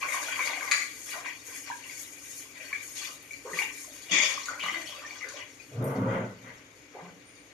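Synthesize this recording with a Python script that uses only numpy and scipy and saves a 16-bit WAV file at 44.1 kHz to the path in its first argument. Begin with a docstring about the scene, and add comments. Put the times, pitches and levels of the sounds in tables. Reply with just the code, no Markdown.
"""Washing rice under a thin tap

Rice is washed by hand in a pot in the steel sink of a small tiled kitchen; every layer is synthesized.
The stream is a fizz of tiny ringing bubbles that flares as the circling hand cuts it. Strokes swell beds of
larger bubbles, rising sines plop, struck modes clack, and filtered slips scrape the pot on the sink.
Then the pot is tilted and rinse water, as dense random impacts, drums the sink's resonances in a few surges."""
import sys
import numpy as np
from scipy import signal
from scipy.fft import rfft, irfft, next_fast_len
from scipy.io import wavfile

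SR = 44100
rng = np.random.default_rng(int(sys.argv[2]) if len(sys.argv) > 2 else 0)


def log_audio(samples):
    """Write samples as a 16-bit WAV file to the path given in sys.argv[1]."""
    # one column per channel
    frames = np.atleast_2d(samples).T
    # limit to full scale, then quantise
    limited = np.clip(frames, -1, 1)
    pcm = np.round(limited * 32767).astype(np.int16)
    wavfile.write(sys.argv[1], SR, pcm)


N = 332053
TIME = np.arange(N) / SR
KITCHEN_T60_S = 0.46
CUTOFF_HZ = 13200

# fizz of the stream landing, fading as the pot is lifted away: time_s, level_db
STREAM = [(0.0, -45.5), (0.9, -47), (1.35, -52), (2.2, -47.5), (2.6, -52), (3.35, -56), (4.0, -49),
          (4.85, -52.5), (5.05, -58.5), (5.7, -60), (6.0, -66), (7.525, -69.5)]


def washing(slosh_gain, splash_gain, spray_gain):
    """The hand traps large bubbles and breaks up small ones, both in the pot's hollow, and throws spray."""
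    # colours of large bubbles, small bubbles and droplets: pitch_hz, level_db (per Hz)
    slosh_colour = [(250, -11), (400, -1), (560, -2), (780, 6), (1100, 11.5), (1500, 6.5), (2000, 5.5),
                    (3000, -17)]
    splash_colour = [(1000, -84), (1500, 3.5), (1900, 8.5), (2200, 10.5), (2600, 9.5), (3200, 6.5),
                     (4200, -47)]
    spray_colour = [(2000, -15), (2800, 7.5), (3500, 5), (4000, 4), (4700, 5), (5600, 1.5), (6800, -5),
                    (8500, -2.5), (12000, -105)]
    # peaks and dips of the pot's hollow: pitch_hz, q, gain_db
    hollow = [(590, 6.2, 1.5), (837, 6.9, -7), (1180, 13, 7.5), (1590, 17, 0.5), (2200, 12, 1),
              (2904, 11, -9)]

    large = bubbles(slosh_colour, per_s=700, cycles=18, spread_db=4.2, clump_db=3.0)
    slosh = slosh_gain * from_db(2) * rms_one(resonate(large, hollow))
    small = bubbles(splash_colour, per_s=520, cycles=20, spread_db=2.5, clump_db=2.6)
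    splash = splash_gain * from_db(-3.5) * rms_one(resonate(small, hollow))
    droplets = bubbles(spray_colour, per_s=5000, cycles=110, spread_db=6.0, clump_db=2.0)
    spray = spray_gain * from_db(2.5) * droplets
    return slosh + splash + spray


def stirring():
    """Gains of slosh, splash and spray: the strokes on top of the stream's own trickle."""
    # strokes of the hand and swings of the pot:
    # start_s, length_s, slosh_db (large bubbles), splash_db (small bubbles), spray_db (droplets)
    strokes = [(0.0, 0.1, -42.5, -34.5, -52), (0.117, 0.072, -39.5, -32.5, -47),
               (0.222, .14, -43, -35, -46), (0.387, 0.09, -40.5, -34, -44),
               (0.465, 0.059, -39.5, -34, -43.5), (0.549, 0.24, -44, -36, -50),
               (1.063, 0.076, -56, -41, -47.5), (1.137, 0.08, -42.5, -55, -52),
               (1.25, 0.046, -53, -34.5, -55), (1.467, 0.11, -54, -46, -70),
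               (1.664, 0.029, -54, -41.5, -51), (1.837, 0.087, -63, -47, -57),
               (2.552, 0.25, -61, -43.5, -56), (2.957, 0.083, -54, -43.5, -41),
               (3.078, 0.02, -52.5, -64, -48), (3.461, 0.078, -48.5, -72, -61),
               (3.544, 0.094, -49.5, -33, -46.5), (4.29, 0.11, -46.5, -41, -42),
               (4.465, 0.069, -44, -49, -66), (4.626, 0.085, -39.5, -36, -49),
               (4.739, 0.091, -53, -41.5, -48), (4.88, 0.15, -56, -48.5, -51.5),
               (5.02, 0.18, -51, -53, -51.5), (5.214, 0.12, -56.5, -51, -56), (5.363, 0.017, -50, -35, -50),
               (6.935, 0.16, -57, -55.5, -70)]
    trickle_levels_db = (-65, -49.5, -54.5)  # slosh, splash and spray at the start
    trickle_follows = 0.49  # share of the stream's fading, in dB

    stream_db, = in_time(STREAM)
    fading_db = trickle_follows * (stream_db - stream_db[0])
    start_s, length_s, *levels = np.transpose(strokes)
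    gains = []
    for level_db, trickle_db in zip(levels, trickle_levels_db):
        stroke_gain = swells(zip(start_s, length_s, level_db), rise_s=0.0054, settle_db_per_s=153)
        gains.append(np.hypot(stroke_gain, from_db(trickle_db + fading_db)))
    return gains


def tap():
    """The thin stream bursts into tiny, short-lived bubbles, louder where it breaks on the hand."""
    # flares as the circling hand cuts the stream: start_s, length_s, level_db
    flares = [(0.11, 0.1, -37.5), (0.41, 0.048, -37), (0.8, 0.026, -42), (1.05, 0.015, -39),
              (1.48, 0.063, -38.5), (1.96, 0.063, -39), (2.33, 0.033, -40), (2.81, 0.27, -41.5),
              (3.55, 0.0058, -35), (3.75, 0.08, -43), (4.235, 0.012, -37), (4.63, 0.022, -46),
              (4.87, 0.016, -45.5), (5.68, 0.017, -71)]
    # colour of the fizz: pitch_hz, level_db (per Hz)
    fizz_colour = [(900, -75), (2000, -12), (3000, -44), (4000, -4), (5000, 3), (6600, 4.5), (8000, 8.5),
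                   (10000, 7.5), (13000, 0.5)]

    stream_db, = in_time(STREAM)
    gain = np.hypot(from_db(stream_db), swells(flares, rise_s=0.032, settle_db_per_s=141))
    fizz = bubbles(fizz_colour, per_s=4500, cycles=11.4, spread_db=3.0, clump_db=2.5)
    return gain * from_db(-0.5) * fizz


def gush():
    """The water shatters on the steel into a dense burst of droplets."""
    # a gush against the sink wall: time_s, level_db
    gush_curve = [(4.085, -53), (4.108, -40), (4.117, -27.5), (4.145, -21), (4.2, -26.5), (4.235, -23),
                  (4.29, -28.5), (4.35, -35.5), (4.45, -57)]
    # its colour: pitch_hz, level_db (per Hz)
    gush_colour = [(350, -16), (580, -5), (800, -11.5), (1130, 2.5), (1480, -7.5), (1850, 3.5), (2230, 6),
                   (2550, 7.5), (2850, -1), (3200, 5), (3600, 9), (4050, -17), (4600, 0), (6500, -5.5),
                   (8500, -14), (12500, -58)]

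    level_db, = in_time(gush_curve)
    falling = (TIME > gush_curve[0][0]) & (TIME < gush_curve[-1][0])
    droplets = bubbles(gush_colour, per_s=1800, cycles=15, spread_db=2.8, clump_db=0.8)
    return falling * from_db(level_db) * droplets


def plops(swell_s, rise, level_db):
    """The air pockets and drips that stand out, each a sine of rising pitch placed left to right."""
    # air pockets and drips: start_s, relative_db, pitch_hz (middle of the rise), left_over_right_db, t60_s
    plop_list = [(0.026, -26, 1104, -11, 0.056), (0.03, -28, 2700, -3, 0.011),
                 (0.088, -23.5, 2160, -4, 0.0093), (0.122, -26, 2200, 3, 0.022),
                 (0.143, -23.5, 1106, -6, 0.034), (0.173, -24, 2220, -4, 0.0064),
                 (0.172, -29, 1580, -4, .02), (0.2, -30, 1000, -7, 0.028), (0.229, -31, 1630, 5, .014),
                 (0.282, -33.5, 915, 2, .025), (0.284, -29, 1480, -4, 0.026),
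                 (0.326, -31.5, 1120, -6, 0.018), (0.366, -33, 2200, -1, .015),
                 (0.393, -20, 2340, 0, 0.017), (0.407, -23, 2330, 2, 0.013), (0.424, -20.5, 2230, 1, 0.016),
                 (0.475, -22, 2230, -2, 0.01), (0.495, -27, 2140, 0, 0.013), (0.497, -36, 630, 0, 0.035),
                 (0.547, -29, 2200, -8, 0.013), (0.572, -28, 2200, -3, 0.019),
                 (0.575, -36.5, 746, 6, 0.027), (0.602, -31, 2340, -7, 0.011), (0.602, -36.5, 565, 0, .025),
                 (0.608, -27.5, 1620, 2, 0.022), (0.626, -30.5, 2200, 3, 0.027),
                 (0.677, -29, 2110, 9, 0.014), (0.681, -30.5, 1085, -3, 0.022),
                 (0.82, -28.5, 2200, 6, 0.018), (1.172, -42.5, 724, 7, 0.072), (1.259, -32, 1015, -8, 0.02),
                 (1.701, -23, 965, -3, 0.028), (1.714, -27.5, 1640, 1.5, 0.022),
                 (1.84, -34, 2790, -2, 0.017), (1.897, -32.5, 2200, -2, 0.015),
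                 (1.972, -43.5, 2260, 7, 0.065), (2.717, -39.5, 1110, -6, 0.036),
                 (2.729, -18.5, 2310, -5, 0.018), (2.729, -30.5, 1720, 2, 0.021),
                 (3.11, -47.5, 1257, 0, .15), (3.308, -30, 2352, -2, 0.095), (3.516, -36, 1240, -2, .025),
                 (3.533, -24, 1940, -7, 0.013), (3.573, -33, 1190, -7, .03),
                 (3.589, -13, 2330, -1.5, 0.0093), (3.617, -30, 894, -3, 0.038),
                 (3.621, -22, 2800, -1, 0.022), (3.657, -29, 2370, 0, 0.016), (4.096, -35, 2890, 8, .015),
                 (4.181, -16, 2240, 0, 0.017), (4.2, -22.5, 2146, 11, 0.029), (4.22, -36, 2230, -17, .022),
                 (4.377, -25.5, 1135, -8, 0.022), (4.485, -22.5, 1467, 1, 0.021),
                 (4.495, -30, 1405, 2, 0.021), (4.637, -28, 1124, -10, .02),
                 (4.662, -23.5, 1190, -1, 0.012), (4.685, -21, 2065, -2, 0.018),
                 (4.745, -28.5, 2086, 9, 0.033), (4.768, -29.5, 2026, -1, 0.062),
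                 (4.967, -39, 2720, 0, 0.023), (4.994, -33.5, 2500, -1, 0.007),
                 (5.049, -32, 1845, -9, 0.03), (5.076, -37, 2380, -1, 0.018),
                 (5.108, -29.5, 2340, -2, 0.016), (5.215, -42, 1250, -3, 0.033),
                 (5.231, -32, 2060, 6, 0.034), (5.277, -41, 1580, -4, .025), (5.396, -44, 1010, -4.5, .05),
                 (5.599, -42.5, 2510, 12, 0.019)]

    out = np.zeros((2, N))
    for start_s, relative_db, hz, pan_db, t60 in plop_list:
        sides_db = pan_db * np.array([[.5], [-.5]])
        plop = from_db(relative_db + level_db + sides_db) * pocket(hz, t60, swell_s, rise)
        add(out, start_s - swell_s / 2, plop)
    return out


def gurgle(water_gain, low_hz, high_hz, level_db, count):
    """Pockets close at random times, pitches and places, louder where more water is being moved."""
    out = np.zeros((2, N))
    for when, size, weakness, place in rng.random((count, 4)):
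        hz = low_hz * (high_hz / low_hz) ** size
        at = int(when * N)
        sides = np.sqrt([[place], [1 - place]])
        gain = water_gain[at] * from_db(level_db - 10 * weakness) * sides
        add(out, at / SR, gain * pocket(hz, t60=40 / hz, swell_s=0.00042, rise=0.14))
    return out


def pocket(hz, t60, swell_s, rise):
    """An air pocket rings and climbs in pitch as it nears the surface; envelope peak 1."""
    t = TIME[:SR // 8]
    shape = (1 - np.exp(-(t / swell_s) ** 2)) * from_db(-60 * t / t60)
    pitch = hz * (1 + rise * (np.minimum(t / t60, 1) - .5))
    return shape / shape.max() * np.sin(2 * np.pi * np.cumsum(pitch) / SR)


def clacks(crack_db, crack_s, level_db):
    """Each blow of the pot cracks briefly and strikes its modes; a brighter touch thins the low ones."""
    # pot rim against steel: start_s, relative_db, brightness_hz (low-pass corner)
    blows = [(0.7131, -11, 4200), (0.7161, -11.5, 5600), (0.7192, -9, 4060), (1.259, -28.5, 2880),
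             (2.727, -24.5, 1990), (3.333, -33, 8950), (3.588, -23, 2970), (4.117, -23, 5000),
             (4.146, -17, 3760), (4.457, -25, 9900), (4.597, -31.5, 5960), (4.636, -21, 2500),
             (5.288, -29, 11900)]
    # ringing of the pot: pitch_hz, level_db, t60_s
    pot_modes = [(1163, -3.5, 0.04), (1720, -4, 0.031), (1945, 7, 0.027), (2210, 6.5, 0.015),
                 (2410, 5, 0.02), (4070, -6.5, 0.038), (4290, 0.5, 0.033), (4615, 4, 0.026),
                 (5000, -7, 0.012), (5690, -3, 0.017), (6560, -0.5, 0.0078), (7030, 3.5, 0.014),
                 (8060, 3.5, .015), (9360, -1, 0.023), (11000, 0, 0.0096)]

    out, t = np.zeros(N), TIME[:SR // 5]
    for start_s, relative_db, bright_hz in blows:
        blow = from_db(crack_db) * rng.standard_normal(len(t)) * np.exp(-t / crack_s)
        for hz, mode_db, t60 in pot_modes:
            # the water moving in the pot shifts every mode a little from blow to blow
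            shifted_hz = hz * rng.normal(1, .01)
            polarity = rng.choice([-1, 1])
            blow = blow + polarity * from_db(mode_db - 60 * t / t60) * np.sin(2 * np.pi * shifted_hz * t)
        blow = butter(blow, max(700, bright_hz / 3.7), "high", order=4)
        blow = butter(blow, bright_hz, "low", order=1)
        add(out, start_s, from_db(relative_db + level_db) * blow)
    return out


def scrapes(slips_per_s, width, release_s):
    """The pot drags on the steel in quick, uneven slips; the pitch depends on where it touches."""
    # drags as the pot is moved: start_s, length_s, level_db, centre_hz
    drags = [(4.487, 0.026, -39, 1290), (4.501, .09, -47, 1460), (4.503, 0.042, -49, 578),
             (4.592, 0.013, -38, 2300), (4.6, 0.025, -35, 2960), (4.621, 0.12, -39, 2970),
             (4.714, 0.13, -53.5, 314), (4.751, 0.091, -49.5, 642), (4.83, .12, -55.5, 593),
             (4.859, 0.062, -41.5, 3130), (4.952, .11, -53, 573), (5.206, 0.017, -39.5, 2130),
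             (5.237, 0.066, -43, 1580), (5.333, 0.051, -44, 560), (5.366, .05, -46, 2900)]

    out, t = np.zeros(N), TIME[:SR // 4]
    for start_s, length_s, level_db, hz in drags:
        slips = (rng.random(len(t)) < slips_per_s / SR) * rng.standard_normal(len(t))
        grating = rms_one(butter(slips + 1e-18, [hz / (1 + width), hz * (1 + width)], "band"))
        release = np.exp(-np.maximum(t - length_s, 0) / release_s)
        add(out, start_s, from_db(level_db) * release * grating)
    return out


def pour():
    """Dense small impacts of poured water shake the bowl, then rasp as it spreads; wet rice swishes."""
    # surges of rinse water from the tilted pot: start_s, length_s, boom_db (sink floor),
    # rumble_db (sink walls), drone_db (higher modes), rasp_db, swish_db (rice)
    surges = [(5.719, 0.046, -43, -54, -45.5, -53, -79), (5.788, 0.034, -27.5, -35, -36.5, -43, -70),
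              (5.818, 0.14, -40, -44, -33.5, -39, -50), (5.987, 0.094, -32, -28, -36.5, -37.5, -68),
              (6.069, 0.077, -51, -39.5, -33.5, -34, -40.5), (6.192, 0.039, -39.5, -37.5, -39, -53, -64),
              (6.433, 0.052, -56, -52.5, -54, -52.5, -47.5)]
    # colours of rasp and swish: pitch_hz, level_db (per Hz)
    rasp_colour = [(400, -10), (700, 4.5), (1100, 4.5), (1550, 1.5), (1800, -9), (2300, -16), (3200, -20),
                   (5000, -55)]
    swish_colour = [(900, -12), (1550, 4.5), (2000, 7.5), (2500, -4.5), (3200, -5), (5000, -37)]
    # resonances of the sink walls under running water: pitch_hz, q, gain_db
    walls = [(880, 15, 5), (1050, 25, 4), (1180, 25, 5), (1494, 25, 7.8)]
    # the sink floor carries the lowest resonances, its walls the higher ones
    boom_below_hz, drone_above_hz = 154, 314
    rasp_lag_s = 0.0038

    start_s, length_s, *levels = np.transpose(surges)
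    lags_s = (0, 0, 0, rasp_lag_s, rasp_lag_s)
    boom_gain, rumble_gain, drone_gain, rasp_gain, swish_gain = [
        swells(zip(start_s + lag_s, length_s, level_db), rise_s=0.014, settle_db_per_s=126)
        for level_db, lag_s in zip(levels, lags_s)]

    impacts = grains(per_s=2000, spread_db=1.8, clump_db=1.5)
    bowl = butter(sink_bowl(impacts), 101, "high", order=6)
    boom = rms_one(butter(bowl, boom_below_hz, "low", order=8))
    rumble = rms_one(butter(bowl, [boom_below_hz, drone_above_hz], "band", order=4))
    drone = rms_one(butter(bowl, drone_above_hz, "high", order=6))
    drumming = boom_gain * boom + rumble_gain * rumble + drone_gain * drone

    swish = swish_gain * coloured(grains(per_s=1400, spread_db=2.8, clump_db=0.8), swish_colour)
    rasp = rasp_gain * rms_one(resonate(coloured(impacts, rasp_colour), walls))
    glugs = gurgle(rasp_gain, low_hz=520, high_hz=1600, level_db=8, count=450)
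    return reflect(drumming, t60=0.18, wet_db=-9) + reflect(rasp + glugs + swish, t60=0.25, wet_db=8)


def sink_bowl(push):
    """The narrow resonances of the thin steel bowl, rolled off steeply above 640 Hz."""
    # resonances of the bowl: pitch_hz, width_hz, level_db
    bowl_modes = [(107, 10, -4), (116.5, 7, 9), (136.4, 7, 8), (180.5, 7, 9), (201, 9, 4), (236.8, 6, 7),
                  (264.4, 7, 3), (297, 10, -5), (368, 14, 4), (428, 22, 6), (464, 16, 3), (526, 20, 1),
                  (621, 50, -7)]

    ringing = np.zeros(N)
    for hz, width_hz, level_db in bowl_modes:
        b, a = signal.iirpeak(hz, hz / max(width_hz, 2), fs=SR)
        ringing += from_db(level_db) * signal.lfilter(b, a, push)
    return butter(ringing, 640, "low", order=4)


def bumps(swell_s, level_db):
    """A soft push shakes one region of the bowl's range and dies away."""
    # soft bumps on the sink bowl: start_s, relative_db, centre_hz, t60_s
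    pushes = [(1.487, -48.5, 460, 0.11), (2.6, -52.5, 600, 0.21), (3.453, -40, 427, 0.52),
              (3.462, -39, 1030, 0.15), (3.522, -44.5, 179, 0.18), (3.875, -52, 650, 0.17),
              (4.1, -38, 605, 0.089), (4.117, -21.5, 214.4, 0.084), (4.118, -42, 150, 0.12),
              (4.125, -34.5, 320, 0.18), (4.635, -43, 193, 0.2), (5.246, -39.5, 450, 0.15),
              (6.951, -44, 453, 0.47), (6.955, -44, 774, 0.35), (7.019, -49, 170, 0.44)]

    out, t = np.zeros(N), TIME[:SR // 2]
    for start_s, relative_db, hz, t60 in pushes:
        shudder = rms_one(butter(rng.standard_normal(len(t)), [hz * 0.863, hz * 1.175], "band", order=3))
        shape = from_db(relative_db + level_db - 60 * t / t60) * (1 - np.exp(-t / swell_s))
        add(out, start_s - swell_s, shape * shudder)
    return out


def small_sounds():
    """Very bright ticks of decaying noise and a thin sine squeak that arches in pitch."""
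    # a thin squeak: time_s, pitch_hz, level_db
    squeak = [(7.24, 8960, -58), (7.29, 9300, -53), (7.34, 9800, -66), (7.39, 9060, -55), (7.43, 8800, -72)]
    # fine, very bright ticks: start_s, level_db, t60_s
    ticks = [(3.227, -35, 0.0057), (4.867, -34, 0.012), (5.825, -37, 0.0055), (5.842, -33.5, 0.026)]

    hz, level_db = in_time(squeak)
    sounding = (TIME > squeak[0][0]) & (TIME < squeak[-1][0])
    tuning = 1 + 0.0059 * rng.standard_normal()  # one random detuning of the whole squeak
    out = from_db(level_db) * sounding * np.sin(2 * np.pi * np.cumsum(hz * tuning) / SR)
    t = TIME[:SR // 4]
    for start_s, tick_db, t60 in ticks:
        tick = rms_one(butter(rng.standard_normal(len(t)), [8500, 12400], "band", order=3))
        add(out, start_s, from_db(tick_db - 60 * t / t60) * tick)
    return out


def room_air():
    """The steady background of the room: coloured diffuse noise."""
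    # colour of the air: pitch_hz, level_db (per Hz)
    air_colour = [(25, -51), (50, -1), (70, -17.5), (100, 0), (150, -6), (220, -12.5), (280, 6),
                  (340, -3.5), (520, -4), (750, -12), (2200, -7.5), (4000, -17.5), (7000, -21.5),
                  (13000, -32)]
    return from_db(-55) * coloured(diffuse(N), air_colour)


def bubbles(spectrum, per_s, cycles, spread_db, clump_db):
    """Bubbles of many sizes, each falling 60 dB in a set number of cycles, echo from three places; rms 1."""
    clicks = grains(per_s, spread_db, clump_db)
    dealt = rng.integers(0, 39, N)  # which of 39 pitches each click rings
    pitches = np.geomspace(spectrum[0][0], min(spectrum[-1][0], CUTOFF_HZ), 39)
    places = np.zeros((3, N))
    for k, hz in enumerate(pitches):
        places[k % len(places)] += hz * ring(clicks * (dealt == k), hz, cycles / hz)
    # each place has its own echoes round the sink bowl
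    return coloured(sum(reflect(place, t60=0.17, wet_db=6.5) for place in places), spectrum)


def grains(per_s, spread_db, clump_db):
    """Random clicks of very uneven size, whose level wanders so that they seem to clump."""
    born = rng.random(N) < per_s / SR
    sizes = from_db(spread_db * np.minimum(rng.exponential(1, N), 4) + clump_db * drift(45))
    return born * sizes * rng.choice([-1, 1], N)


def swells(events, rise_s, settle_db_per_s):
    """Gain of water set moving by (start_s, length_s, level_db) events: rise, hold, then settle."""
    power = np.zeros(N)
    for start_s, length_s, level_db in events:
        rise = .5 + .5 * np.tanh((TIME - start_s) / (2 * rise_s))
        settling_db = settle_db_per_s * np.maximum(TIME - start_s - length_s, 0)
        power += (rise * from_db(level_db - settling_db)) ** 2
    return np.sqrt(power)


def ring(clicks, hz, t60):
    """A unit click sets a decaying sine of initial height 1 ringing."""
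    r, w = from_db(-60 / (t60 * SR)), 2 * np.pi * hz / SR
    return signal.lfilter([0, np.sin(w)], [1, -2 * r * np.cos(w), r * r], clicks + 1e-18)


def resonate(x, resonances):
    """The peaks and dips of a hollow or a panel, from (pitch_hz, q, gain_db) rows."""
    for hz, q, gain_db in resonances:
        b, a = signal.iirpeak(hz, q * from_db(gain_db / 2), fs=SR)
        x = x + (from_db(gain_db) - 1) * signal.lfilter(b, a, x)
    return x


def reflect(x, t60, wet_db):
    """Direct sound plus a dying stereo wash of reflections, at about unchanged power."""
    t = TIME[:SR // 2]
    tail = diffuse(len(t)) * from_db(-60 * t / t60) * (t > .002)
    response = from_db(wet_db) * tail / np.sqrt(np.sum(tail ** 2) / 2)
    response[:, 0] += 1  # the direct sound
    wet = signal.fftconvolve(np.atleast_2d(x), response, axes=-1)[:, :N]
    return wet / np.sqrt(1 + from_db(wet_db) ** 2)


def diffuse(size):
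    """Stereo noise from all round: alike in the bass, unrelated in the treble."""
    # left-right likeness of the room's sound: pitch_hz, likeness (0-1)
    likeness = [(60, 0.93), (150, 0.72), (300, 0.93), (600, 0.58), (1200, 0), (3000, 0), (13000, 0)]

    mid, side = rfft(rng.standard_normal((2, size)))
    alike = np.clip(at_hz(likeness, np.arange(len(mid)) * SR / size), 0, 1)
    return irfft(np.sqrt((1 + alike) / 2) * mid + np.sqrt((1 - alike) / 2) * side * [[1], [-1]], size)


def coloured(x, spectrum):
    """Give a signal a smooth colour; rms 1."""
    size = next_fast_len(N)
    hz = np.arange(size // 2 + 1) * SR / size
    return rms_one(irfft(rfft(x, size) * from_db(at_hz(spectrum, hz)), size)[..., :N])


def drift(rate):
    """Random wander through a new normal value rate times a second, joined by straight lines."""
    knots = rng.standard_normal(4000)
    return np.interp(TIME * rate, np.arange(len(knots)), knots)


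def butter(x, hz, kind, order=2):
    """Butterworth filter with its corners kept in the usable range."""
    sos = signal.butter(order, np.clip(hz, 10, .45 * SR), kind, fs=SR, output="sos")
    return signal.sosfilt(sos, x)


def from_db(db):
    """Decibels to amplitude."""
    return 10 ** (np.asarray(db) / 20)


def rms_one(x):
    """Scale a signal to rms 1."""
    return x / np.sqrt(np.mean(x ** 2) + 1e-20)


def in_time(rows):
    """Each column of a curve at every sample."""
    time_s, *columns = np.transpose(rows)
    return [np.interp(TIME, time_s, column) for column in columns]


def at_hz(points, hz):
    """A spectrum read on a log-frequency axis."""
    point_hz, values = np.transpose(points)
    return np.interp(np.log(np.maximum(hz, 1)), np.log(point_hz), values)


def add(track, start_s, sound):
    """Mix a short sound in at its start time."""
    start = max(round(start_s * SR), 0)
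    track[..., start:start + sound.shape[-1]] += sound[..., :N - start]


def scene():
    """Water and blows in the tiled kitchen, over its steady air."""
    slosh_gain, splash_gain, spray_gain = stirring()
    water = washing(slosh_gain, splash_gain, spray_gain) + tap() + gush()

    pockets = plops(swell_s=0.002485, rise=0.035, level_db=1.0)
    pockets = pockets + gurgle(slosh_gain, low_hz=590, high_hz=2130, level_db=3.5, count=520)
    pockets = pockets + gurgle(splash_gain, low_hz=1850, high_hz=2500, level_db=2, count=400)
    dragging = scrapes(slips_per_s=860, width=0.076, release_s=0.0095)

    blows = clacks(crack_db=-7, crack_s=0.0019, level_db=-8.5) + small_sounds()
    thuds = bumps(swell_s=0.00846, level_db=3.5)

    mix = reflect(water, t60=0.023, wet_db=-6.5)
    mix = mix + reflect(pockets + dragging, t60=0.27, wet_db=1.5)
    mix = mix + reflect(blows, KITCHEN_T60_S, wet_db=5.5)
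    mix = mix + reflect(thuds, KITCHEN_T60_S, wet_db=-0.5)
    return mix + pour() + room_air()


def record(dry):
    """Each microphone port colours its own channel by resonance; a steep low-pass cuts the top."""
    # resonances of the two microphone ports: pitch_hz, q, gain_db
    left_port = [(2230, 6.1, 6.5), (6660, 4.4, 20), (8580, 2.35, -15), (12340, 3.6, 8)]
    right_port = [(2500, 0.8, -5), (6640, 2.8, -5.5)]

    heard = np.array([resonate(dry[0], left_port), resonate(dry[1], right_port)])
    return signal.sosfilt(signal.ellip(12, .2, 80, CUTOFF_HZ, fs=SR, output="sos"), heard)


dry = scene()
out = record(dry)
log_audio(out)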